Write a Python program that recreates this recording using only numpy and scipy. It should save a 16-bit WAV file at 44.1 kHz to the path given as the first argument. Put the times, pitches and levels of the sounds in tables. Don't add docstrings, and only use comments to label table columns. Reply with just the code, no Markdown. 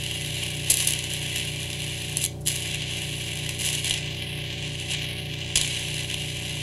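import sys
import numpy as np
from scipy import signal
from scipy.fft import rfft, irfft
from scipy.io import wavfile
from scipy.ndimage import uniform_filter1d, map_coordinates

SR = 44100
rng = np.random.default_rng(int(sys.argv[2]) if len(sys.argv) > 2 else 0)


def rack_gain(trim_db):
    fader = np.asarray(trim_db, float)
    return 10 ** (fader / 20)


def put_to_file(sound):
    columns = np.atleast_2d(sound).T
    safe = np.clip(columns, -1, 1)
    whole_steps = np.round(safe * 32767)
    wavfile.write(sys.argv[1], SR, whole_steps.astype(np.int16))


N = 291942

# (time [s], hiss level [dB])
DRAW_LEVEL = [(0.0, -35.5), (0.3, -34), (0.6, -35), (1.2, -33.5), (1.6, -36.5), (2.1, -35), (2.7, -34),
              (3.3, -35.5), (4.1, -37.5), (4.5, -35.5), (4.85, -37), (5.03, -33), (5.25, -37.5), (5.5, -36),
              (5.75, -32.5), (6.1, -34.5), (6.62, -36)]
# (time [s], hold [s], release [s], hiss rise [dB], further edge hiss rise [dB])
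RUSHES = [(0.668, 0.021, 0.01, 3.5, 0.5), (0.695, 0.017, 0.05, 3.5, 12), (0.77, 0.046, 0.03, 4, 6.5),
          (0.866, 0.027, 0.041, 2, 6), (1.357, 0.037, 0.036, 4, 0.5), (2.166, 0.008, 0.03, 1, 8),
          (2.208, 0.055, 0.02, 0.5, 10.5), (2.455, 0.0082, 0.072, 2, 13.5), (3.59, 0.038, 0.058, 4, 6),
          (3.638, 0.13, 0.12, 3.5, 4.5), (3.836, 0.077, 0.12, 5.5, 2.5), (4.896, 0.045, 0.027, 3.5, 4.5),
          (5.555, 0.0088, 0.099, 6.5, 12)]
# (time [s], edge
# level [dB], canal level above it [dB], length [s])
DEBRIS = [(6.4785, -38, 15, 0.0028), (3.4624, -31, 14, 0.0037), (0.603, -41, 14, 0.0027),
          (0.6985, -8.5, -27, 0.014), (0.716, -20, -12, 0.0039), (0.74, -12, -18, 0.003),
          (0.771, -11, -18, 0.0014), (0.8478, -18, -10, 0.0036), (0.8714, -11, -21, 0.0052),
          (0.884, -19, -6, 0.0081), (0.907, -16.5, 0.5, 0.0023), (0.9226, -16, -11, 0.0016),
          (0.934, -20.5, -14, 0.0042), (0.99, -18, -4, 0.00085), (1.136, -18.5, -2, 0.0013),
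          (1.3594, -23, 4, 0.0025), (1.381, -25, -11, 0.0023), (2.1698, -12, -6, 0.0029),
          (2.25, -16.5, -12, 0.002), (2.407, -44, -37, 0.018), (2.452, -35, -28, 0.0087),
          (2.8195, -29, 11, 0.0022), (3.491, -22.5, 7, 0.004), (3.591, -25, 1, 0.0026),
          (3.6629, -18, -9, 0.0021), (3.75, -17.5, -1, 0.003), (3.8966, -13, -13, 0.0017),
          (5.5549, -8.5, -4.5, 0.01), (6.112, -23, 9.5, 0.002), (6.142, -21.5, 8, 0.0015)]
# (frequency [Hz], level [dB per Hz])
INFLOW_SPECTRUM = [(410, -22.5), (700, -17), (995, -18), (1090, -15.5), (1280, -28), (1630, -14.5),
                   (2150, -8), (2860, 0), (4290, -7), (5420, -15.5), (6020, -15), (7420, -10), (8450, -16),
                   (10700, -5.5), (15800, -38.5)]
# (frequency [Hz], width [Hz], height [dB])
CANAL_RESONANCES = [(1230, 130, -5.5), (1684, 115, 2.5), (2017, 25, 7.5), (2208, 37, -11), (2229, 23.4, 13),
                    (2375, 63, 4), (2510, 18, -17.5), (2724, 140, 1), (3028, 54, 1.5), (2870, 69, 3.5),
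                    (3672, 200, -5), (4100, 120, -2.5), (4300, 160, -1), (4570, 280, -11), (4650, 250, 2),
                    (5320, 100, -10.5), (5630, 190, -3), (6040, 350, 3.5), (6540, 69, 0.5), (6900, 150, -3),
                    (7260, 100, 1), (8220, 120, -3), (9520, 96, -8), (9650, 370, 2.5), (11780, 180, -6),
                    (12200, 200, -6), (12500, 120, 0), (13700, 260, -20)]
# (time [s], lowest hollow [Hz], fall from an octave above [s], abruptness [power],
# climb of an octave [s])
HAND_TURNS = [
    (2.85, 12600, 0.24, 1.8, .25),
    (4.32, 6660, 0.36, 1.16, 0.38),
    (5.16, 7140, 0.25, 2.2, .5),
]
# (multiple of the hum [count], multiple of the shaft [count], level [dB])
PUMP_TONES = [(0, 1, -62), (0, 2, -53), (0, 3, -42), (0, 4, -59), (0, 5, -48), (0, 6, -60), (0, 9, -59),
              (0, 10, -63), (0, 11, -51), (0, 12, -53), (0, 13, -54), (0, 14, -51), (0, 15, -62),
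              (0, 19, -56), (0, 20, -53), (0, 24, -64), (0, 25, -61), (1, -1, -62), (1, 0, -40),
              (1, 1, -39), (1, 2, -50), (1, 3, -64), (1, 5, -66), (1, 22, -63), (2, -1, -57), (0, 26, -65),
              (2, 1, -55), (2, 2, -63), (2, 3, -64), (3, 0, -64)]
CASING_PHASES = .9564, 2.1858, -1.4962
FAN_LEVELS_DB = [-59, -67, -66, -64]
# (frequency [Hz], level [dB per Hz])
VENTILATION = [(22, -5.0), (40, 0.0), (75, -3.1), (105, -2.2), (165, -3.8), (250, -4.4), (420, -8.0),
               (500, -9.1), (680, -10.3), (950, -14.3), (1500, -23.5), (3000, -25.8), (11000, -25.9),
               (15000, -38.1)]
# (frequency [Hz], width [Hz], height [dB])
MICROPHONE = [
    [(20, 0), (20000, 0)],
    [(1290, 80, -11)],
]

EDGE_DB = -7
RUSH_ATTACK_S = 0.012
SEALED_FROM_S, SEALED_TO_S = 2.2625, 2.461
SPECKS, SPECK_S = 80, 0.0036
SPECK_EDGE_DB, SPECK_CANAL_DB, SPECK_SCATTER_DB = 6, 8, 2.0
CANAL_CRACKLE_DB, EDGE_CRACKLE_DB = 4.5, 8.7
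RUSH_CRACKLE = 0.035
SHADE_FROM_HZ, SHADE_DB = 15000, -3
REST_HZ = 32400, 17400
RETURN_POWER = 1.08
REFLECTION, SECOND_BOUNCE = 0.62, 0.17
SPLIT_HZ = 5120
ROOM_T60_S, ROOM_DB = (.34, .2), -12.5
SHAFT_HZ, HUM_HZ, FAN_HZ = 29.1915, 119.938, 64.997
HUM_START, SHAFT_START, CASING_START = .7068, -1.268, 2.5101
AIR_DB = -48.2
TOP_HZ = 15800


def unit(x):
    return x / np.sqrt(np.mean(x ** 2))


def walk(rate):
    k = max(int(SR / rate), 1)
    steps = np.repeat(rng.standard_normal(N // k + 1), k)
    return unit(uniform_filter1d(steps, k)[:N])


def colour(x, points, modes=()):
    hz = np.linspace(1, SR / 2, 4097)
    point_hz, point_db = np.array(points)[:, 0], np.array(points)[:, 1]
    db = np.interp(np.log(hz), np.log(point_hz), point_db)
    for f, width, height in modes:
        db = db + height / (1 + (2 * (hz - f) / width) ** 2)
    cepstrum = irfft(db * np.log(10) / 20)
    cepstrum[1:4096] *= 2
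    response = irfft(np.exp(rfft(cepstrum[:4097], 8192)))
    return signal.fftconvolve(x, response + np.zeros_like(x[..., :1]), axes=-1)[..., :N]


def split(x):
    low = signal.butter(4, SPLIT_HZ, "low", fs=SR, output="sos")
    high = signal.butter(4, SPLIT_HZ, "high", fs=SR, output="sos")
    return [signal.sosfilt(low, x), signal.sosfilt(high, x)]


def tip(t):
    flow_db, edge_db = draw(t)
    flutter, spit = walk(50), walk(260)
    crackle = np.clip(walk(700) - 1.0, 0, 1.3)
    canal = rack_gain(flow_db) * unit(rack_gain(0.91 * flutter + 1.5 * spit + CANAL_CRACKLE_DB * crackle))
    droplets = EDGE_CRACKLE_DB * crackle * (1 + RUSH_CRACKLE * (edge_db - EDGE_DB))
    edge = rack_gain(flow_db + edge_db + 4.5) * unit(rack_gain(0.43 * flutter + 2.1 * spit + droplets))
    edge = edge * rack_gain(SHADE_DB * np.clip(np.log2(SHADE_FROM_HZ / hollow(t)), 0, 1))
    strength = np.hypot([canal, edge], debris_bursts(t, flow_db))
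    steady = np.ones(N)
    noise = rng.standard_normal(N) * np.vstack([strength, steady])
    low, high = split(colour(noise, INFLOW_SPECTRUM, CANAL_RESONANCES))
    return (low[0] + high[1]) / np.std(low[2])


def debris_bursts(t, flow_db):
    burst, age = np.zeros((2, N)), t[:2000]
    for s, db, canal_db, length in DEBRIS + specks(t, flow_db):
        shape = np.exp(-(age / length) ** 3) + 0.027 * np.exp(-age / 0.0022)
        shape = shape * np.clip(age / (0.15 * length), 0, 1)
        start = int(s * SR)
        end = min(start + len(age), N)
        levels = rack_gain(np.array([[db + canal_db - 8.5], [db]]))
        burst[:, start:end] += levels * shape[:end - start]
    return burst * unit(rack_gain(1.8 * walk(900)))


def specks(t, flow_db):
    s = rng.uniform(0, t[-1], SPECKS)
    edge, canal, size = rng.standard_normal((SPECKS, 3)).T
    edge_db = EDGE_DB + SPECK_EDGE_DB + SPECK_SCATTER_DB * edge
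    canal_db = SPECK_CANAL_DB + SPECK_SCATTER_DB * canal - edge_db
    return list(zip(s, np.interp(s, t, flow_db) + edge_db, canal_db, SPECK_S * np.exp(0.36 * size)))


def draw(t):
    flow_db, edge_db = np.interp(t, *np.transpose(DRAW_LEVEL)), EDGE_DB
    for s, hold, release, rise_db, bright_db in RUSHES:
        attack = np.clip((t - s) / RUSH_ATTACK_S, 0, 1)
        shape = attack * np.exp(-np.clip(t - s - hold, 0, None) / release)
        flow_db, edge_db = flow_db + rise_db * shape, edge_db + bright_db * shape
    sealed = (t > SEALED_FROM_S) & (t < SEALED_TO_S)
    return np.where(sealed, -90., flow_db), edge_db


def hollow(t):
    hz = np.where(t < HAND_TURNS[-1][0], *REST_HZ)
    for s, low_hz, fall, power, rise in HAND_TURNS:
        falling = (np.abs(t - s) / fall) ** power
        rising = (np.abs(t - s) / rise) ** RETURN_POWER
        hz = np.minimum(hz, low_hz * (1 + np.where(t < s, falling, rising)))
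    return hz


def reflect(x, t):
    lag = SR / 2 / hollow(t)
    lag = uniform_filter1d(lag, SR // 11)
    late = map_coordinates(x, [np.arange(N) - lag], order=5)
    later = map_coordinates(x, [np.arange(N) - 2 * lag], order=3)
    return (x + REFLECTION * late - SECOND_BOUNCE * later) / (1 + REFLECTION - SECOND_BOUNCE)


def room(x):
    age = np.arange(SR // 2) / SR
    bands = split(rng.standard_normal(len(age)))
    tail = sum(b * rack_gain(-60 * age / t60) for b, t60 in zip(bands, ROOM_T60_S))
    tail = tail * (age > .004)
    tail = signal.lfilter([1], [1, -.5], tail)
    return rack_gain(ROOM_DB) * signal.fftconvolve(x, tail / np.linalg.norm(tail))[:N]


def pump(t):
    hum = 2 * np.pi * HUM_HZ * t + HUM_START
    shaft = 2 * np.pi * SHAFT_HZ * t + SHAFT_START
    tones = 0
    for a, b, db in PUMP_TONES:
        delay = np.dot(CASING_PHASES, [a * a, a * b, b * b]) + CASING_START
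        tones = tones + rack_gain(db) * np.cos(a * hum + b * shaft + delay)
    return np.sqrt(2) * tones * rack_gain(0.3 * walk(13))


def fan(t):
    tones = [rack_gain(db) * np.cos(2 * np.pi * (k + 1) * FAN_HZ * t) for k, db in enumerate(FAN_LEVELS_DB)]
    return np.sqrt(2) * sum(tones)


def ventilation():
    return rack_gain(AIR_DB) * unit(colour(rng.standard_normal(N), VENTILATION))


def scene():
    t = np.arange(N) / SR
    hiss = reflect(tip(t), t)
    return (hiss + room(hiss) + pump(t) + fan(t) + ventilation())[None]


def roll_off(x):
    return signal.sosfilt(signal.butter(12, 16290, fs=SR, output="sos"), x)


def record(dry):
    def band(x, low_hz, high_hz):
        return signal.sosfilt(signal.butter(2, [low_hz, high_hz], "band", fs=SR, output="sos"), x)

    thump = band(band(dry, 1500, 6000) ** 2, 15, 70)
    knock = band(dry ** 2, 200, 1000)
    heard = colour(dry + rack_gain(7) * thump + rack_gain(-6) * knock, *MICROPHONE)
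    heard = np.tanh(heard)
    heard = signal.sosfilt(signal.ellip(10, .3, 45, TOP_HZ, fs=SR, output="sos"), heard)
    return roll_off(heard)


dry = scene()
out = record(dry)
put_to_file(out)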